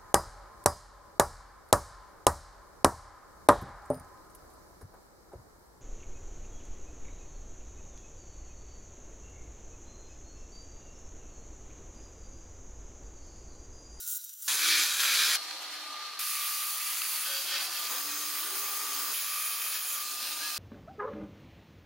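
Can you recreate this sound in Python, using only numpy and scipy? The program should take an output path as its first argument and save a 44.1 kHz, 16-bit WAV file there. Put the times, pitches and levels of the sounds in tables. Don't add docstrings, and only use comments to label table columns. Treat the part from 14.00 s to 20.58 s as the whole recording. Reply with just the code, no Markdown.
import sys
import numpy as np
from scipy import signal
from scipy.fft import rfft, irfft, next_fast_len
from scipy.io import wavfile
from scipy.ndimage import uniform_filter1d

SR = 44100
rng = np.random.default_rng(int(sys.argv[2]) if len(sys.argv) > 2 else 0)


def bounce(signal):
    frames = np.transpose(np.atleast_2d(signal))
    limited = np.clip(frames, -1, 1)
    pcm = np.round(limited * 32767).astype(np.int16)
    wavfile.write(sys.argv[1], SR, pcm)


N = 290178

SPLICE_TIMES = [0, .479, 1.357, 2.191, 3.25, 3.88, 5.135, 6.03, 6.58]
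# (frequency [Hz], level [dB])
JET_COLOUR = [
    [(59, -103), (100, -66), (832, -56), (1410, -25.5), (2020, -31), (3590, -19.5), (3900, -19),
     (4930, -19), (5960, -11), (7530, -1), (8190, -13), (8920, -5), (15800, -3)],
    [(59, -69), (100, -38.5), (224, -31), (301, -21), (673, -19.5), (1440, -5), (2070, -8), (2400, -2),
     (2720, -9.5), (3990, -2), (5360, -6), (7530, -7.5), (8190, -14), (9710, -9), (15800, -16.5)],
    [(59, -102), (100, -56), (288, -16), (460, -18), (780, -7.5), (1100, -10), (1190, -13.5), (1380, -14.5),
     (2500, -14.5), (4340, -12.5), (4930, -16), (13300, -24), (15800, -36)],
    [(59, -72), (100, -38), (271, -28), (301, -23), (380, -26.5), (687, -16.5), (944, -12), (1190, -7.5),
     (1470, -11.5), (2450, -7), (4160, -8.5), (4530, -8), (8020, -11.5), (10600, -10), (15800, -10)],
    [(59, -80), (100, -42), (327, -17), (479, -18.5), (533, -16), (605, -13), (886, -10.5), (1220, -8.5),
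     (2250, -9), (3300, -8), (4160, -5.5), (4620, -5.5), (7850, -10.5), (10600, -7), (15800, -11)],
    [(59, -79), (100, -38.5), (295, -13), (717, -11), (1100, -3.5), (1170, -9.5), (1330, -9.5), (2500, -14),
     (2840, -13.5), (4720, -9.5), (5720, -15), (6350, -12.5), (7690, -16), (8550, -17.5), (15800, -11)],
    [(59, -72), (100, -44), (271, -30), (396, -22.5), (849, -19), (1190, -10), (1440, -9), (2450, -9),
     (2840, -11.5), (3160, -6.5), (5840, -8), (6770, -3), (8020, -10), (10600, -4.5), (15800, -3.5)],
    [(59, -71), (100, -33), (295, -9), (479, -13), (780, -6), (1100, -6.5), (1190, -11), (1270, -11),
     (1710, -11), (1860, -14), (2560, -13), (4160, -8), (8020, -11), (8550, -10.5), (15800, -11.5)],
]
# (centre [Hz], width [Hz], gain [dB])
PANEL_MODES = [
    [(1430, 150, 7), (2440, 460, -6), (3880, 300, 1), (5850, 400, 1), (8840, 350, 6), (10500, 300, -6)],
    [(1690, 350, 2.5), (2010, 130, -2), (2390, 290, 2.5), (3250, 200, 5), (3930, 300, 1), (4760, 250, 1.5),
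     (6880, 400, -4), (7500, 370, 0.5)],
    [(4300, 220, 6.5), (8200, 350, 3), (11600, 700, 0)],
    [(2450, 250, 1.5), (4600, 400, 4.5), (8830, 300, 1.5), (10600, 830, 7), (11700, 500, -2),
     (12900, 300, 4)],
    [(1470, 140, 4), (2580, 200, 5.5), (3230, 250, 8.5), (4640, 400, 6), (9300, 590, -8), (14600, 900, -2)],
    [(2485, 260, 6), (3200, 160, 5), (4840, 110, 6), (5320, 200, 7.5), (6540, 380, 3), (8450, 220, 9.5),
     (10720, 400, 8.5), (12900, 400, 4)],
    [(2496, 290, 9.5), (3130, 180, 3.5), (4800, 170, 5.5), (6700, 430, 2.5), (9100, 200, 1),
     (10750, 550, 11), (11900, 500, -1), (13400, 660, 6)],
    [(2560, 280, 9), (3200, 200, 2), (4190, 285, 4.5), (4900, 230, 5), (8750, 220, -3), (12830, 520, 4),
     (14600, 900, -1)],
]
SHOCK_STEEPENING = [.01, 0.17, .01, 0.0092, .01, .01, .01, .01]
SIDE_LIFT = [-25.5, -5, 5, -0.5, 0, 1, -1.5, -0.5]
# (frequency [Hz], side over mid [dB])
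SIDE_COLOUR = [(60, -12), (200, -26), (400, -49), (850, -21.5), (1290, -27.5), (2380, -13.5), (3600, -9),
               (4400, -5.5), (7600, -7.5), (8300, -16), (9800, -16), (11000, -7), (12500, -5), (15800, -8)]
# (roar start [dB], roar end [dB],
# hiss start [dB], hiss end [dB], rumble start [dB], rumble end [dB])
FLAME_LEVELS = [(-51.5, -52.5, -39.5, -41, -91, -83), (-27.5, -27, -29, -30, -47.5, -48),
                (-41.5, -45, -48.5, -54.5, -52, -55), (-38, -39, -33.5, -32.5, -55.5, -54.5),
                (-38, -37.5, -35.5, -35.5, -54.5, -50.5), (-39.5, -40, -35, -33, -54, -51.5),
                (-39, -40.5, -33, -34.5, -54.5, -55), (-41, -38.5, -37, -37.5, -56.5, -55)]
# (peak time [s], rise [s], fall [s], roar lift [dB], hiss lift [dB], rumble lift [dB])
LEVEL_SWELLS = [(.13, .03, .012, 1, 3, 2), (.185, .01, .012, 0, -1, 17), (.37, 0.28, 0.074, -11, -9, -20),
                (.478, 0.038, .001, 8, 6, 22), (.57, .15, .09, -6.5, -1.5, -1.5),
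                (.722, 0.037, 0.088, 1.5, -0.5, -1), (.98, 0.17, 0.018, -4.5, -2, -4.5),
                (1.357, .001, 0.022, 12, 15, 1), (1.62, .02, 0.055, 1, 2, 2), (1.754, 0.049, .02, 3, 4, -1),
                (2.03, .05, .1, 2.5, .5, -1), (2.7, .25, 0.25, -1.5, -.5, 0),
                (3.016, .006, 0.091, 2, -0.5, 0.5), (3.354, .08, 0.071, 2, 0.5, 0),
                (3.554, 0.08, 0.12, 6, -2, 3), (3.59, .015, .015, -2, -1, 2),
                (3.686, .03, 0.054, -1.5, -5, 1), (3.775, .03, .015, 2, 0, -1),
                (3.91, .02, 0.11, 1, 2, 8.5), (4.0, .05, 0.088, -1.5, 1, .5),
                (4.296, .06, .05, -1.5, 1, -1), (5.758, 0.065, 0.028, 4.5, 2, 0),
                (5.85, .06, .04, -1.5, 0, -1), (5.93, .07, 0.045, -0.5, 2.5, 0),
                (6.222, .012, 0.2, 2.5, 0, 2.5), (6.418, .02, 0.064, 2, .5, 3.5)]
# (time [s], length [s], roar lift [dB], hiss lift [dB])
FLAME_SPITS = [(0.064, 0.0072, 3, 6), (0.075, 0.069, 3, 8.5), (0.145, 0.035, 3.5, 9.5),
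               (0.24, 0.011, 2, 8.5), (0.293, 0.0093, 7, 7), (.33, 0.011, 5, 6.5), (0.422, 0.011, 4, 7),
               (0.841, 0.16, -2, -1.5), (1.508, 0.0062, 6.5, 3), (1.62, .015, 0, 2), (1.761, .02, 0.5, 0),
               (3.018, 0.0032, 8.5, 2), (3.506, 0.092, 0.5, 0.5), (5.615, 0.014, 2, 1),
               (5.75, .02, -1, -0.5)]
# (time [s], mean frequency [Hz], level [dB], hold [s], decay by 60 dB [s])
SHORT_TONES = [(1.17, 1580, -40, .08, .1), (1.22, 5150, -39, 0.059, .1), (3.275, 545, -54, 0.13, .08),
               (3.25, 1500, -48.5, 0.095, 0.19), (3.32, 4700, -42, .05, .2), (3.515, 550, -55, .06, 0.089),
               (3.51, 1800, -48, 0.048, 0.18), (5.735, 1740, -46.5, 0.028, 0.089),
               (6.398, 1570, -47, 0.021, .1), (6.415, 1700, -44, 0.049, 0.18)]
OVERTONES = (23, 24, 25)
FUNDAMENTALS = [50, 50, 50.3, 50.55, 50.05, 50.33, 50.55, 50.35]
# (time [s], first [dB], second [dB], third [dB])
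OVERTONE_LEVELS = [(.48, -58, -62, -65), (1.37, -57, -51, -58), (1.66, -64, -61, -62),
                   (1.95, -56, -45.5, -57), (2.2, -56.5, -52.5, -60), (2.4, -47, -48, -57),
                   (2.9, -53, -51, -56), (3.07, -63.5, -61, -55), (3.3, -58, -50, -58),
                   (3.45, -60, -62, -65), (3.85, -65, -47.5, -60), (3.92, -49, -50, -60),
                   (4.3, -51.5, -53, -68), (4.8, -49.5, -48, -53), (5.09, -47.5, -48.5, -59),
                   (5.15, -60, -66, -57), (5.37, -48.5, -47, -53), (5.82, -56, -62, -54.5),
                   (6.02, -49, -48.5, -60), (6.26, -66, -48.5, -69), (6.58, -58, -48.5, -66)]
# (time [s], length [s], first frequency [Hz], last frequency [Hz], mean level [dB])
LOW_TONES = [(.55, 0.34, 313, 298, -57.5), (.6, .28, 360, 355, -62), (1.0, 0.35, 265, 275, -64.5),
             (1.6, 0.34, 300, 295, -66), (2.796, 0.53, 309, 309, -70), (3.48, 0.28, 335, 325, -64.5),
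             (3.9, .8, 272, 338, -59.5), (4.08, .16, 418, 412, -65), (4.35, .7, 368, 422, -61.5),
             (4.45, 0.37, 822, 798, -59), (4.7, .35, 880, 870, -62), (4.85, 0.23, 283, 282, -60),
             (6.24, 0.35, 305, 300, -66)]
# (mean frequency [Hz], mean level [dB], end time [s])
WHINE_TONES = [(1460, -65, 0.22), (3800, -66.5, .3), (3994, -65, 0.219), (5744, -62, .479),
               (5980, -60, 0.53), (13324, -60, .479), (13571, -56, .479)]
# (mean frequency [Hz], mean level [dB])
WHISTLE_TONES = [(8737, -64), (8791, -53)]
# (centre [Hz], width [Hz], gain [dB])
MIC_MODES = [(8070, 420, -7.5), (9740, 700, -1), (11520, 640, -2.5), (15200, 700, -5.5), (15500, 500, 6)]

ECHO_DB, ECHO_T60_S = -6.5, .12
SHIFT_HZ = 1.2
DRONE_FADE = 0.27
TOP_HZ = 15850


def torch(t):
    out = np.zeros((2, N))
    bounds = np.minimum(np.round(np.array(SPLICE_TIMES) * SR).astype(int), N)
    stretches = zip(bounds, bounds[1:], FLAME_LEVELS, JET_COLOUR, PANEL_MODES, SHOCK_STEEPENING, SIDE_LIFT)
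    for a, b, *settings in stretches:
        edge = signal.windows.tukey(b - a, .001 * SR / (b - a))
        out[:, a:b] = jet(t[a:b], *settings) * edge
    return out


def jet(t, flame, colour, panel, steepening, side_lift_db):
    size = next_fast_len(len(t))
    hz = np.maximum(np.arange(size // 2 + 1) * SR / size, 1)
    resonance_db = sum(bump(hz, *mode) for mode in panel)
    shape = undb(on_log(hz, colour) + resonance_db)
    side_gain = undb(on_log(hz, SIDE_COLOUR) + side_lift_db)

    noise = turbulence(size, steepening)
    spectrum = rfft(echoes(noise)) * shape * [np.ones_like(hz), side_gain]

    first, last = np.reshape(flame, (3, 2)).T
    roar_db, hiss_db, rumble_db = np.linspace(first, last, len(t), axis=1) + swells(t)
    roar_spit, hiss_spit = spits(t)
    surge = walk(len(t), 14.2)
    layers = ((30, 1200, rumble_db, 0),
              (1200, 6000, roar_db, roar_spit),
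              (6000, 20000, hiss_db, hiss_spit))
    out = 0
    for low, high, db, spit in layers:
        layer = 0
        edges = np.geomspace(low, high, num=5)
        for a, b in zip(edges, edges[1:]):
            band = irfft(spectrum * ((hz >= a) & (hz < b)), size)[:, :len(t)]
            flicker = walk(len(t), 20.4)
            layer = layer + band * undb(0.24 * surge + 0.85 * flicker)
        unit_layer = layer / layer[0].std()
        out = out + unit_layer * undb(db + spit)
    return out


def turbulence(size, steepening):
    noise = rng.standard_normal((2, size)) * undb(0.81 * walk(size, 600))
    push = signal.lfilter([.5, .5], 1, noise[0])
    noise[0] += steepening * push ** 3 * (push > 0)
    return noise


def swells(t):
    lift = 0
    for peak, rise, fall, *lift_db in LEVEL_SWELLS:
        course = np.interp(t, [peak - rise, peak, peak + fall], [0, 1, 0])
        lift = lift + np.outer(lift_db, course)
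    return lift


def spits(t):
    lift = 0
    for start, length, roar_db, hiss_db in FLAME_SPITS:
        active = (t > start) & (t < start + length)
        lift = lift + np.outer([roar_db, hiss_db], active)
    return uniform_filter1d(lift.astype(float), size=45)


def echoes(x):
    size = x.shape[1]
    age = np.arange(size) / SR
    decay = undb(-60 * age / ECHO_T60_S) * (age > .003)
    tails = rng.standard_normal((2, 1, size)) * decay
    unit_tails = tails / np.linalg.norm(tails[0])
    first, second = irfft(rfft(unit_tails) * rfft(x), size)
    turn = 2 * np.pi * SHIFT_HZ * age
    return x + undb(ECHO_DB) * (np.cos(turn) * first + np.sin(turn) * second)


def short_tones(t):
    out = 0
    for start, hz, db, hold, t60 in SHORT_TONES:
        age = np.maximum(t - start, 0)
        attack = np.minimum(age / 0.013, 1)
        decay = undb(-60 * np.maximum(age - hold, 0) / t60)
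        out = out + tone(hz, db, 0.0057 * hz) * attack * decay
    return out


def whistle(t):
    tones = sum(tone(hz, db + 3 * walk(N, 3.61), 3.06) for hz, db in WHISTLE_TONES)
    return tones * (t > SPLICE_TIMES[3])


def whine(t):
    out = 0
    for hz, db, end in WHINE_TONES:
        fade = np.clip((end - t) / .004, 0, 1)
        out = out + tone(hz, db + 3.0 * walk(N, 15), 2.6) * fade
    return out


def machine_hum(t):
    times, *levels = np.transpose(OVERTONE_LEVELS)
    base_hz = np.array(FUNDAMENTALS)[np.searchsorted(SPLICE_TIMES[1:-1], t)]
    out = 0
    for order, db in zip(OVERTONES, levels):
        level_db = np.interp(t, times, db) + 1.2 * walk(N, 25.11)
        out = out + tone(order * base_hz, level_db, 1.503)
    return out * (t > SPLICE_TIMES[1])


def drones(t):
    out = 0
    for start, length, first_hz, last_hz, db in LOW_TONES:
        done = np.clip((t - start) / length, 0, 1)
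        fade = np.minimum(np.minimum(done, 1 - done) / DRONE_FADE, 1)
        hz = first_hz + (last_hz - first_hz) * done
        out = out + tone(hz, db + 2.9 * walk(N, 25.05), 6.98) * fade
    return out


def tone(hz, db, waver_hz):
    hz = hz + waver_hz * walk(N, 12)
    cycles = np.cumsum(hz) / SR + rng.random()
    return np.sqrt(2) * undb(db) * np.sin(2 * np.pi * cycles)


def bump(hz, centre_hz, width_hz, db):
    return db / (1 + (2 * (hz - centre_hz) / width_hz) ** 2)


def on_log(hz, table):
    at, value = np.transpose(table)
    return np.interp(np.log(hz), np.log(at), value)


def walk(size, rate):
    k = int(SR / rate)
    held = np.repeat(rng.standard_normal(size // k + 1), k)
    return 1.26 * uniform_filter1d(uniform_filter1d(held, k), k)[:size]


def undb(db):
    return 10 ** (np.asarray(db) / 20)


def scene():
    t = np.arange(N) / SR
    mid, side = torch(t)
    mid = mid + short_tones(t) + whistle(t) + whine(t) + machine_hum(t) + drones(t)
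    return np.array([mid + side, mid - side])


def record(dry):
    size = next_fast_len(N)
    hz = np.arange(size // 2 + 1) * SR / size
    response = undb(sum(bump(hz, *mode) for mode in MIC_MODES))
    coloured = irfft(rfft(dry, size) * response, size)[:, :N]
    bass_cut = signal.butter(2, 90, "high", fs=SR, output="sos")
    top_cut = signal.ellip(12, .2, 75, TOP_HZ, fs=SR, output="sos")
    thin = signal.sosfilt(bass_cut, coloured)
    return signal.sosfilt(top_cut, thin)


dry = scene()
out = record(dry)
bounce(out)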